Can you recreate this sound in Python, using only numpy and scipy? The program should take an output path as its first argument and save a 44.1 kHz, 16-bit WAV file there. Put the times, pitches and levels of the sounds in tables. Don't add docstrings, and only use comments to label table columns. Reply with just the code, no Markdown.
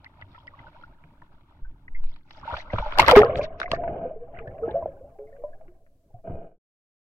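import sys
import numpy as np
from scipy.fft import rfft, irfft, next_fast_len
from scipy.io import wavfile
from scipy.ndimage import map_coordinates

SR = 44100
rng = np.random.default_rng(int(sys.argv[2]) if len(sys.argv) > 2 else 0)


def bounce(signal):
    frames = np.transpose(np.atleast_2d(signal))
    limited = np.clip(frames, -1, 1)
    pcm = np.round(limited * 32767).astype(np.int16)
    wavfile.write(sys.argv[1], SR, pcm)


N = 310902
END_S, TOP_HZ = 6.585, 15900

# time in seconds, level in dB.
LAPPING = [(0.0, -67), (0.4, -65.5), (0.56, -60.5), (0.75, -60), (0.95, -68.5), (2.25, -77.5),
           (2.34, -68.5), (2.49, -41.5), (2.545, -42), (2.61, -57), (2.72, -48.5), (2.76, -42.5),
           (2.88, -45), (2.97, -42)]
# frequency in Hz, relative level in dB per Hz.
SLOSH = [(200, -16.5), (420, -12.5), (590, -6), (740, -10.5), (920, 1.5), (1080, -9), (1450, -5.5),
         (1780, -22.5), (3000, -49)]
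# frequency in Hz, relative level in dB per Hz.
SPRAY = [(900, -28.5), (1600, -11), (2200, 7), (3000, 1), (4000, -4.5), (5000, -10), (6500, -22.5),
         (7500, -28), (10500, -31.5), (15500, -48)]
# time in seconds, level in dB.
HEAVE_LEVEL = [(0.0, -58), (1.16, -56.5), (1.6, -59.5), (1.67, -29), (1.76, -60), (1.87, -52),
               (1.94, -24.5), (2.07, -21), (2.25, -56), (2.51, -51.5), (2.78, -28.5), (3.14, -32),
               (3.17, -22.5), (3.24, -54.5), (3.51, -37), (5.11, -56.5), (5.56, -40.5), (5.92, -61.5),
               (6.33, -40), (6.4, -40)]
# frequency in Hz, relative level in dB per Hz.
HEAVE = [(3, -9.5), (8, 17.5), (13, 6.5), (20, 2), (35, -12), (60, -25), (130, -48.5), (600, -100)]
# frequency in Hz, relative level in dB per Hz.
RUMBLE = [(20, -9.5), (55, 2.5), (90, 1), (125, -1.5), (160, -4.5), (220, -11), (290, -6.5), (420, -21.5),
          (900, -40.5), (3000, -72), (8000, -100)]
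# time in seconds, level in dB.
HISS = [(.5, -84), (2, -84.5), (4, -90.5), (4.6, -80.5), (5, -81), (6.1, -81)]
# start in seconds, peak level of the crack in dB, top frequency in Hz, decay in seconds.
SLAPS = [(.045, -42, 5700, 0.011), (0.053, -49, 3000, 0.017), (0.2135, -43.5, 4670, 0.018),
         (.222, -47, 3400, 0.047), (0.4708, -45, 5400, 0.023), (0.592, -52, 3500, 0.074),
         (1.038, -49.5, 3000, 0.03), (1.2197, -45, 1830, 0.018), (1.881, -52.5, 2600, 0.039),
         (2.0386, -46, 5100, 0.015), (2.161, -50.5, 4800, .035), (2.308, -40, 6640, 0.027),
         (2.567, -30, 3800, 0.057), (2.732, -31.5, 3900, 0.044), (2.7853, -27.5, 3900, 0.026),
         (2.9221, -29.5, 3403, 0.014), (2.9856, -10.5, 14000, 0.016), (2.998, -7.5, 16000, 0.056),
         (3.018, -19, 9000, 0.018), (3.063, -21, 7000, 0.073), (3.0821, -12, 14000, 0.0081),
         (3.0984, -11.5, 15000, 0.016), (3.112, -9.5, 14950, 0.013), (3.12, -15.5, 9000, 0.0075),
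         (3.1622, -15.5, 15000, 0.0052), (3.171, -14, 15040, 0.02), (3.192, -17.5, 12000, 0.014),
         (3.218, -21.5, 3200, 0.018), (3.248, -30.5, 5000, 0.0016), (3.3567, -24, 3900, 0.0069),
         (3.6005, -25.5, 10130, 0.023), (3.716, -15.5, 9900, 0.012), (4.476, -54, 4800, 0.0121)]
# frequency in Hz, relative level in dB per Hz.
CRACK = [(300, -20.5), (900, 10.5), (2100, -1), (3000, -0.5), (4000, -8.5), (5300, -11), (7500, -35),
         (11000, -19), (15500, -25.5)]
# typical frequency in Hz, width in Hz, level in dB.
SHELL_MODES = [(1620, 220, -2.5), (2400, 650, 1), (2970, 400, 1), (3980, 200, -16), (4720, 840, -3.5),
               (5850, 1400, -23.5)]
# frequency in Hz, width in Hz, level in dB.
HOUSING_MODES = [(213, 160, -2.5), (480, 180, 3), (671, 43, 11), (1000, 60, -23), (1220, 36, -16.5),
                 (1560, 110, -21), (2160, 100, -25.5), (2460, 62, -23), (2970, 60, -28.5)]
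# start in seconds,
# typical peak level in dB, starting pitch in Hz, swell in seconds, decay in seconds.
BUBBLES = [(0.06, -38.5, 2044, 0.003, 0.025), (.221, -37.5, 1970, .002, 0.016),
           (0.348, -45, 1300, .002, 0.08), (0.379, -44, 960, 0.0013, .03), (0.477, -35, 1940, 0.002, 0.024),
           (0.536, -43.5, 1106, 0.0025, 0.045), (.589, -44.5, 2020, 0.0027, 0.017),
           (0.667, -41, 1460, 0.0026, 0.022), (.786, -55, 960, .003, 0.12),
           (.836, -38.5, 1416, 0.0015, 0.034), (1.222, -41.5, 976, 0.0008, 0.011),
           (1.646, -49.5, 1524, 0.0057, 0.074), (1.88, -39, 2000, .002, 0.0069),
           (1.947, -38, 2046, 0.004, 0.079), (2.432, -35, 1100, 0.0017, 0.017),
           (2.477, -28, 925, 0.019, 0.087), (2.58, -32, 700, 0.0015, 0.028),
           (2.701, -34.5, 2040, 0.0032, 0.031), (2.784, -17.5, 995, 0.0012, 0.0073),
           (2.824, -26.5, 876, 0.0026, 0.14), (2.861, -27, 828, 0.0025, 0.052),
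           (2.862, -28, 599, 0.0022, 0.083), (2.9935, 6.5, 927, 0.0041, 0.0078),
           (2.9975, -5.5, 2155, 0.0016, 0.031), (3.0277, -8.5, 1156, 0.00095, 0.018),
           (3.043, -22, 1120, .003, 0.038), (3.082, -9.5, 1990, 0.0022, 0.023),
           (3.083, -9, 931.5, .002, 0.021), (3.0906, -5, 970, 0.0018, 0.0076),
           (3.12, -4, 690, 0.0015, 0.016), (3.129, -3.5, 494, 0.0098, 0.087),
           (3.153, -15, 2136, 0.004, 0.018), (3.161, 0, 708, .002, 0.007),
           (3.166, -8, 246.7, 0.0058, 0.083), (3.168, 6.5, 411.5, 0.011, .115),
           (3.213, -9.5, 706, 0.0019, 0.028), (3.217, -15, 1830, 0.0018, 0.016),
           (3.232, -8, 589, 0.0016, 0.015), (3.232, -11, 1253, 0.002, 0.033),
           (3.242, -14, 464, 0.0037, 0.14), (3.295, -16, 600, .004, 0.027), (3.31, -26.5, 504, .025, 0.34),
           (3.393, -13, 589, 0.0018, 0.045), (3.411, -33, 2396, 0.0026, 0.041),
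           (3.41, -30.5, 617.6, 0.02, 0.33), (3.616, -14, 1475, 0.0006, 0.014),
           (3.658, -27, 2030, 0.0026, 0.037), (3.64, -33.5, 694, 0.0044, 0.26),
           (3.679, -32, 1070, 0.0014, 0.022), (3.7311, -23, 1155, 0.00083, 0.05),
           (3.737, -29, 1780, 0.0017, 0.097), (3.78, -33.5, 688, 0.028, 0.23),
           (3.831, -22.5, 674, 0.0067, 0.19), (3.832, -36.5, 933, 0.0035, 0.1),
           (3.8755, -18.5, 667, 0.003, 0.047), (3.893, -28.5, 398, 0.003, 0.063),
           (3.96, -25.5, 667, 0.0026, 0.066), (3.98, -29, 673, 0.014, 0.17),
           (4.051, -22, 502, 0.0023, 0.12), (4.108, -30, 621, 0.0046, 0.15),
           (4.16, -27.5, 437, 0.0043, 0.062), (4.2, -36, 471, 0.031, 0.097),
           (4.388, -35.5, 2430, 0.0016, 0.019), (4.405, -34.5, 452, 0.0091, 0.17),
           (4.473, -42, 1730, 0.0028, 0.078), (4.585, -34, 622, 0.0059, 0.095),
           (4.619, -19.5, 451.4, 0.02, 0.14), (4.633, -38.5, 1280, 0.0028, 0.11),
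           (4.677, -29.5, 700, 0.0024, 0.044), (4.679, -23, 354, 0.0041, 0.041),
           (4.685, -40.5, 1630, 0.0032, 0.074), (4.692, -31.5, 836, 0.0036, 0.094),
           (4.711, -29, 442, 0.0036, 0.059), (4.741, -21, 549, 0.0067, 0.13),
           (4.753, -17, 661, 0.0078, 0.16), (4.8245, -22.5, 643, .002, 0.058),
           (4.824, -36.5, 980, 0.0028, 0.071), (4.858, -18.5, 625, 0.0023, 0.032),
           (4.875, -32.5, 541, 0.0039, 0.15), (4.966, -61.5, 1530, 0.0035, 0.055),
           (5.008, -37, 520, 0.0054, 0.086), (5.04, -38.5, 562, 0.0089, 0.1),
           (5.186, -35.5, 412.5, 0.009, 0.37), (5.192, -39.5, 544, 0.0041, 0.26),
           (5.27, -60, 2110, .003, 0.071), (5.326, -41, 546, 0.0082, 0.3), (5.327, -55.5, 1805, .003, .06),
           (5.383, -44, 476, 0.0099, 0.3), (5.437, -26, 588, 0.0043, 0.16),
           (5.438, -44.5, 985, 0.0019, 0.12), (5.53, -52.5, 1654, 0.0044, 0.049),
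           (5.61, -40, 644, 0.0033, 0.058), (5.68, -46.5, 350, 0.008, 0.14), (6.141, -44, 701, 0.01, 0.11)]
# start in seconds, starting level in dB, frequency in Hz, decay in seconds.
THUMPS = [(.226, -41, 96, 0.27), (1.62, -20, 8.5, 0.23), (1.629, -36, 40, 0.52), (2.738, -17.5, 104, 0.12),
          (2.787, -24.5, 48, 0.27), (6.142, -37, 115, 0.13), (6.342, -31, 82, 0.12)]
# middle in seconds, strongest level in dB, length in seconds, top frequency in Hz.
FOAM = [(0.355, -65, 0.071, 5300), (0.84, -68.5, 0.035, 5170), (2.116, -68, 0.085, 5050),
        (2.356, -61, 0.067, 6850), (2.591, -47.5, 0.032, 6600), (2.834, -59.5, 0.31, 5860),
        (3.379, -47, 0.017, 7600), (3.438, -40.5, 0.016, 6350), (3.619, -48.5, 0.022, 6170),
        (3.73, -47, 0.024, 6830), (4.38, -54, 0.034, 2813), (4.714, -53.5, 0.008, 3800)]
# frequency in Hz, relative level in dB per Hz.
FROTH = [(600, -22.5), (1200, -5.5), (2500, -2), (5800, -5.5), (6800, -14.5), (10000, 8.5), (12000, -34.5)]
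# start in seconds, peak of the ring in dB,
# peak of the thud in dB, decay of the push in seconds.
KNOCKS = [(1.04, -57, -44, .1), (2.526, -40, -29.5, 0.07), (2.733, -18, -24, 0.036),
          (2.747, -34, -28, 0.063), (2.785, -34, -30.5, 0.024), (3.017, -32.5, -19.5, 0.015),
          (3.162, -8.5, -10, 0.012), (3.716, -20.5, -27, 0.0064), (3.7333, -12.5, -36.5, 0.019),
          (4.3844, -34.5, -35.5, 0.011), (4.477, -50, -32, .03), (6.273, -28, -38, 0.027),
          (6.296, -34, -26, .06)]
# frequency in Hz, relative level in dB per Hz.
THUD = [(25, -5.5), (80, 3), (150, -3), (300, -26), (600, -21.5), (2000, -55.5), (6000, -100)]
# time of full force in seconds, level in dB, hold in seconds.
SLAMS = [(2.98, -28.5, 0.07), (3.082, -18.5, 0.04), (3.163, -16, 0.018)]
# frequency in Hz, relative level in dB per Hz.
ROAR = [(150, -13), (400, -9.5), (900, 5), (1400, 0), (2100, -0.5), (3000, -5.5), (4000, -13),
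        (5200, -15.5), (7000, -28.5), (9000, -28.5), (13000, -25), (15500, -27)]
# time in seconds, level in dB.
AIR = [(3.199, -16.5), (3.28, -30), (3.419, -29), (3.47, -44), (3.701, -40.5), (3.9, -34), (4.001, -39.5),
       (4.18, -52), (4.399, -42), (4.55, -42.5), (4.699, -37.5), (4.87, -42.5), (4.98, -52), (5.149, -54.5),
       (5.4, -54), (5.59, -55.5), (5.72, -61), (5.97, -73.5), (6.2, -60)]
# frequency in Hz, relative level in dB per Hz.
GURGLE = [(120, -28), (280, -16), (450, -9), (580, 0), (690, -3.5), (820, -5), (1050, -4), (1600, -70),
          (5000, -100)]
# frequency in Hz, relative level in dB per Hz.
FIZZ = [(700, -9), (1000, 7), (1270, -1.5), (1420, -5), (1620, 1.5), (1900, -11), (2150, -2.5), (2450, -7),
        (3000, -9), (3500, -17), (5000, -40), (7000, -50), (10000, -67.5)]
# start in seconds, peak level in dB.
TICKS = [(3.63, -25.5), (3.679, -43), (3.744, -36), (3.762, -36), (3.836, -39.5), (3.877, -37),
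         (4.389, -36.5), (4.581, -51.5), (4.684, -55), (5.186, -60), (5.364, -54.5), (5.543, -62.5),
         (5.611, -59.5), (5.68, -57), (5.864, -63.5)]
# frequency in Hz, relative level in dB per Hz.
TICK = [(700, -19.5), (1250, -3), (1620, 0), (1900, -9.5), (2150, -3), (2500, -8.5), (3000, -11),
        (3600, -35.5), (6000, -60)]
# time of full strength in seconds, level of the slips in dB, # level of the jolts in dB, rise in seconds,
# hold in seconds, decay in seconds.
RUBS = [(3.889, -35, -38.5, 0.03, 0.18, 0.28), (4.673, -38.5, -46.5, 0.023, 0.022, 0.16),
        (6.253, -42, -39, 0.01, 0.21, 0.56)]
# frequency in Hz, relative level in dB per Hz.
SCRAPE = [(200, -5), (500, 7), (900, -3.5), (1300, 3), (1900, -25), (2900, -5), (3250, -17.5),
          (3600, -35.5), (5000, -65)]
# frequency in Hz, relative level in dB per Hz.
JOLT = [(40, -13), (100, -6.5), (170, 8), (240, -15.5), (380, 0.5), (600, -21.5), (1500, -62.5),
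        (5000, -100)]
# frequency in Hz, level of the side against the middle in dB.
WIDTH = [(100, -33), (400, -30.5), (700, -15), (1000, -10), (1300, 1.5), (1600, -0.5), (1950, 5),
         (2350, -7.5), (3500, 8), (5500, -2.5), (12000, 0.5)]

SLOSH_DB, SPRAY_DB, SPRAY_GROWS = 4.5, -16, 0.9
SLOSH_LUMPS_DB, FLURRY_DB, CLUSTER_DB = 2.4, 2.8, 2.4
PLINK_DB, PLINK_GROWS = -14, 0.9
CLINK_DB = -31
GURGLE_DB, FIZZ_DB, CHURN_DB, FIZZ_GROWS = -3, -25, -6.5, 0.97
HUM_DB = -65.5
WASH_DB, WASH_GROWS = -42.5, 0.21
SINK_S, SUNK_S = 2.3, 2.9
RING_DRY_DB, RING_WET_DB = -34, -6.5
SHELL_DB, SHELL_SHIFT = -4, 0.07
DRIP_HOLD_S = 0.0028
SLAM_RISE_S, SLAM_T60 = 0.007, 0.11
CLOUD_DB, CLOUD_T60 = -33.5, 0.93
TICK_T60 = 0.045
SCRAPE_DB = -26.5
JOLT_LAG_S, JOLT_HOLD_S, JOLT_T60 = 0.043, 0.075, 0.55
WET_TOP_HZ = 3150


def amp(db):
    return 10 ** (np.asarray(db) / 20)


def unit(x):
    return x / np.sqrt(np.mean(x.mean(0) ** 2) + 1e-20)


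def decay(t, t60):
    return np.exp(-np.log(1000) * t / t60)


def along(points, hz):
    f, v = np.transpose(points)
    return np.interp(np.log(hz + 1), np.log(f + 1), v)


def wobble(rate):
    knots = rng.standard_normal(int(N * rate / SR) + 4)
    return map_coordinates(knots, [np.arange(N) * rate / SR])


def level(rows):
    return amp(np.interp(np.arange(N) / SR, *np.transpose(rows)))


def within(start, end, edge=0.024):
    t = np.arange(N) / SR
    return np.clip(np.minimum(t - start, end - t) / edge + 1, 0, 1)


def burst(s, rise, hold, t60):
    t = np.arange(N) / SR - s
    return np.exp(-(np.minimum(t, 0) / rise) ** 2) * decay(np.maximum(t - hold, 0), t60)


def lapping():
    return level(LAPPING) * within(0, SLAMS[0][0])


def airflow():
    return level(AIR) * within(AIR[0][0], AIR[-1][0])


def slamming():
    return sum(amp(db) * burst(s, SLAM_RISE_S, hold, SLAM_T60) for s, db, hold in SLAMS)


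def wet(s, dry_db, wet_db):
    return amp(np.interp(s, [SINK_S, SUNK_S], [dry_db, wet_db]))


def filtered(x, response):
    n = x.shape[-1]
    m = 2 * next_fast_len(n // 2 + SR // 10)
    return irfft(rfft(x, m) * response(np.fft.rfftfreq(m, 1 / SR)), m)[..., :n]


def colour(points):
    def response(hz):
        cepstrum = irfft(along(points, hz) * np.log(10) / 20)
        half = len(cepstrum) // 2
        cepstrum[1:half] *= 2
        cepstrum[half + 1:] = 0
        return np.exp(rfft(cepstrum))
    return response


def dulled(points, top_hz):
    hz = np.geomspace(100, 20000, 80)
    cut_db = 10 * np.log10(1 + np.minimum(hz / top_hz, 1.7) ** 26)
    return colour(np.column_stack([hz, along(points, hz) - cut_db]))


def resonances(modes, hz):
    total = 0
    for k, (centre, width, db) in enumerate(modes):
        damping = 1j * hz * width
        total = total + (-1) ** k * amp(db) * damping / (centre * centre - hz * hz + damping)
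    return total


def housing(hz):
    ratio = hz / 3200
    gentle_cut = (1 + 1.4j * ratio - ratio ** 2) ** 2
    steep_cut = 1 + (hz / WET_TOP_HZ) ** 20
    return resonances(HOUSING_MODES, hz) / gentle_cut / steep_cut


def ports(pair, response):
    def middle_and_side(hz):
        return response(hz) * np.array([np.ones(len(hz)), amp(along(WIDTH, hz))])
    mid, side = filtered(pair, middle_and_side)
    return np.array([mid + side, mid - side])


def add(track, s, sound):
    i = max(round(s * SR), 0)
    track[:, i:i + sound.shape[1]] += sound[:, :N - i]


def uneven(chance, spread_db):
    return amp(spread_db * np.minimum(-np.log(1 - chance), np.pi))


def patter(rate, spread_db, bed_db):
    rows = rng.random((int(rate * N / SR), 4))
    size = uneven(rows[:, 1], spread_db)
    at = (rows[:, 0] * N).astype(int)
    pair = np.array([np.bincount(at, size * np.sign(rows[:, c] - 0.5), N) for c in (2, 3)])
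    return pair / pair.std() + amp(bed_db) * rng.standard_normal((2, N))


def swarm(rate, low_hz, high_hz, cycles, spread_db, bed_db, size, climb=0.14):
    rows = rng.random((int(rate * N / SR), 4))
    hz = low_hz * (high_hz / low_hz) ** rows[:, 1:2]
    turns = hz * np.arange(size) / SR
    age = turns / cycles
    tone = np.sin(2 * np.pi * turns * (1 + climb * age))
    rings = uneven(rows[:, 2:3], spread_db) * tone * decay(age, 1) * (1 - np.exp(-turns))
    at = ((rows[:, :1] * N).astype(int) + np.arange(size)).ravel()
    sides = (1, np.sign(rows[:, 3:] - 0.5))
    pair = np.array([np.bincount(at, (rings * g).ravel(), N)[:N] for g in sides])
    return pair / pair.std() + amp(bed_db) * rng.standard_normal((2, N))


def blow(t60, response, contact_db=16.0):
    t = np.arange(SR // 6) / SR
    drive = rng.standard_normal((2, len(t))) * decay(t, t60)
    drive[0, 0] += amp(contact_db)
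    sound = ports(drive, response)
    return sound / np.abs(sound.mean(0)).max()


def surface():
    flurry = wobble(31)
    bubbling = swarm(rate=450, low_hz=530, high_hz=1750, cycles=18, spread_db=3, bed_db=-5, size=1200)
    droplets = swarm(rate=290, low_hz=1390, high_hz=6540, cycles=26, spread_db=2, bed_db=8.0, size=700)
    slosh = unit(amp(SLOSH_LUMPS_DB * flurry) * ports(bubbling, colour(SLOSH)))
    spray = unit(amp(FLURRY_DB * flurry) * ports(droplets, colour(SPRAY)))
    return amp(SLOSH_DB) * lapping() * slosh + amp(SPRAY_DB) * lapping() ** SPRAY_GROWS * spray


def plinks():
    above = swarm(rate=110, low_hz=800, high_hz=1800, cycles=32, spread_db=2, bed_db=-40, size=2200)
    below = swarm(rate=40, low_hz=1200, high_hz=2300, cycles=85, spread_db=2.5, bed_db=-40, size=4000)
    plink = amp(PLINK_DB) * lapping() ** PLINK_GROWS * unit(ports(above, np.ones_like))
    clink = amp(CLINK_DB) * airflow() * unit(ports(below, np.ones_like))
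    return plink + clink


def flow(heave_db=1, plunge_db=-11):
    slow = unit(ports(rng.standard_normal((2, N)), colour(HEAVE)))
    low = unit(amp(2.8 * wobble(30)) * ports(rng.standard_normal((2, N)), colour(RUMBLE)))
    wash = amp(WASH_DB) * lapping() ** WASH_GROWS
    churn = wash + amp(CHURN_DB) * airflow() + amp(plunge_db) * slamming()
    return amp(heave_db) * level(HEAVE_LEVEL) * slow + np.hypot(amp(HUM_DB), churn) * low


def faint_hiss():
    return level(HISS) * amp(1.1 * wobble(4.2)) * rng.standard_normal((2, N))


def slaps(ring_t60=0.063):
    out = np.zeros((2, N))
    shifts = np.exp(SHELL_SHIFT * rng.standard_normal(len(SLAPS)))
    for (s, db, top_hz, t60), shift in zip(SLAPS, shifts):
        def shell_response(hz):
            return resonances(SHELL_MODES, hz * shift) / (1 + (hz / top_hz) ** 16)
        crack = blow(t60, dulled(CRACK, top_hz), contact_db=6)
        shell = blow(t60, shell_response, contact_db=6)
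        ring = wet(s, RING_DRY_DB, RING_WET_DB) * blow(ring_t60, housing)
        add(out, s, amp(db) * (crack + amp(SHELL_DB) * shell + ring))
    return out


def bubbles(climb=0.32, rough=0.35, flutter_db=2.0, pinch_db=-20, pinch_t60=0.03):
    out, t = np.zeros((2, N)), np.arange(SR // 4) / SR
    sides = rng.choice([-1, 1], len(BUBBLES))
    for (s, db, hz, rise, t60), side in zip(BUBBLES, sides):
        dry = np.interp(s, [SINK_S, SUNK_S], [1, 0])
        swell = np.sin(np.pi / 2 * np.minimum(t / rise, 1))
        fall = decay(np.maximum(t - rise - dry * DRIP_HOLD_S, 0), t60)
        lead = side * np.arctan(amp(along(WIDTH, hz)))
        shape, size = (np.interp(hz * t / 4, np.arange(256), v) for v in rng.standard_normal((2, 256)))
        angle = 2 * np.pi * hz * (t + climb * t * t) + rough * hz / 1000 * shape
        tone = np.sin(angle + np.array([[1], [-1]]) * lead)
        add(out, s, amp(db + flutter_db * size) * swell * fall * tone)
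        add(out, s, amp(db + pinch_db) * (1 - dry) * blow(pinch_t60, housing, contact_db=1.0))
    return out


def thumps():
    out, t = np.zeros((2, N)), np.arange(SR // 2) / SR
    for s, db, hz, t60 in THUMPS:
        tone = np.sin(2 * np.pi * hz * t) * decay(t, t60)
        add(out, s, amp(db) * tone * np.ones((2, 1)))
    return out


def foam():
    out, t = np.zeros((2, N)), np.arange(-SR // 8, SR // 8) / SR
    froth = swarm(rate=710, low_hz=1120, high_hz=7340, cycles=38, spread_db=5.0, bed_db=-3.5, size=800)
    pieces = np.array_split(froth, len(FOAM), axis=1)
    for (s, db, length, top_hz), drive in zip(FOAM, pieces):
        patch = ports(drive[:, :len(t)], dulled(FROTH, top_hz))
        add(out, s + t[0], amp(db) * np.exp(-(t / length) ** 2) * unit(patch))
    return out


def knocks(thud_t60=0.12):
    out = np.zeros((2, N))
    for s, ring_db, thud_db, t60 in KNOCKS:
        ring = amp(ring_db) * blow(t60, housing, contact_db=10)
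        thud = amp(thud_db) * blow(thud_t60, colour(THUD))
        add(out, s, ring + thud)
    return out


def plunge(pops_db=-3):
    trapped = swarm(rate=480, low_hz=680.0, high_hz=6630, cycles=20, spread_db=0, bed_db=-6.5, size=800)
    drops = patter(rate=1400, spread_db=4.5, bed_db=-15)
    crackle = unit(ports(trapped + drops, colour(ROAR)))
    large = swarm(rate=200, low_hz=480, high_hz=1500, cycles=24, spread_db=1.5, bed_db=-40, size=2000)
    pops = unit(ports(large, np.ones_like))
    return slamming() * (crackle + amp(pops_db) * pops)


def rising_air(murmur_db=-3):
    air, cluster = airflow(), wobble(22)
    cloud = amp(CLOUD_DB) * burst(SLAMS[-1][0], SLAM_RISE_S, 0, CLOUD_T60)
    large = swarm(rate=130, low_hz=330, high_hz=820, cycles=80, spread_db=1.2, bed_db=-3, size=5600,
                  climb=0.07)
    small = swarm(rate=400, low_hz=1000, high_hz=3200, cycles=55, spread_db=2, bed_db=0, size=2000,
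                  climb=0.05)
    gurgle = unit(amp(0.93 * cluster) * ports(large, colour(GURGLE)))
    fizz = unit(amp(CLUSTER_DB * cluster) * ports(small, colour(FIZZ)))
    murmur = unit(ports(rng.standard_normal((2, N)), lambda hz: housing(hz) ** 2))
    fizz_level = np.hypot(amp(FIZZ_DB) * air ** FIZZ_GROWS, cloud)
    return amp(GURGLE_DB) * air * (gurgle + amp(murmur_db) * murmur) + fizz_level * fizz


def ticks(contact_db=0):
    out = np.zeros((2, N))
    for s, db in TICKS:
        add(out, s, amp(db) * blow(TICK_T60, dulled(TICK, 2700), contact_db))
    return out


def rubs():
    slips = unit(ports(patter(rate=470, spread_db=5, bed_db=2), housing))
    scrape = unit(ports(patter(rate=680, spread_db=16.0, bed_db=-4.5), colour(SCRAPE)))
    jolts = unit(ports(patter(rate=15, spread_db=8.5, bed_db=-4.5), colour(JOLT)))
    rubbing = slips + amp(SCRAPE_DB) * scrape
    out = np.zeros((2, N))
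    for s, slip_db, jolt_db, rise, hold, t60 in RUBS:
        out += amp(slip_db) * burst(s, rise, hold, t60) * rubbing
        out += amp(jolt_db) * burst(s + JOLT_LAG_S, JOLT_LAG_S / 2, JOLT_HOLD_S, JOLT_T60) * jolts
    return out


def scene():
    from_the_start = surface() + plinks() + flow() + faint_hiss()
    single_events = slaps() + bubbles() + thumps() + foam() + knocks()
    return from_the_start + single_events + plunge() + rising_air() + ticks() + rubs()


def record(dry, ceiling=0.7, fade_s=0.21):
    clipped = dry / (1 + np.abs(dry / ceiling) ** 6) ** (1 / 6)
    fade = np.clip((END_S - np.arange(N) / SR) / fade_s, 0, 1)
    return filtered(clipped * fade, lambda hz: hz < TOP_HZ)


dry = scene()
out = record(dry)
bounce(out)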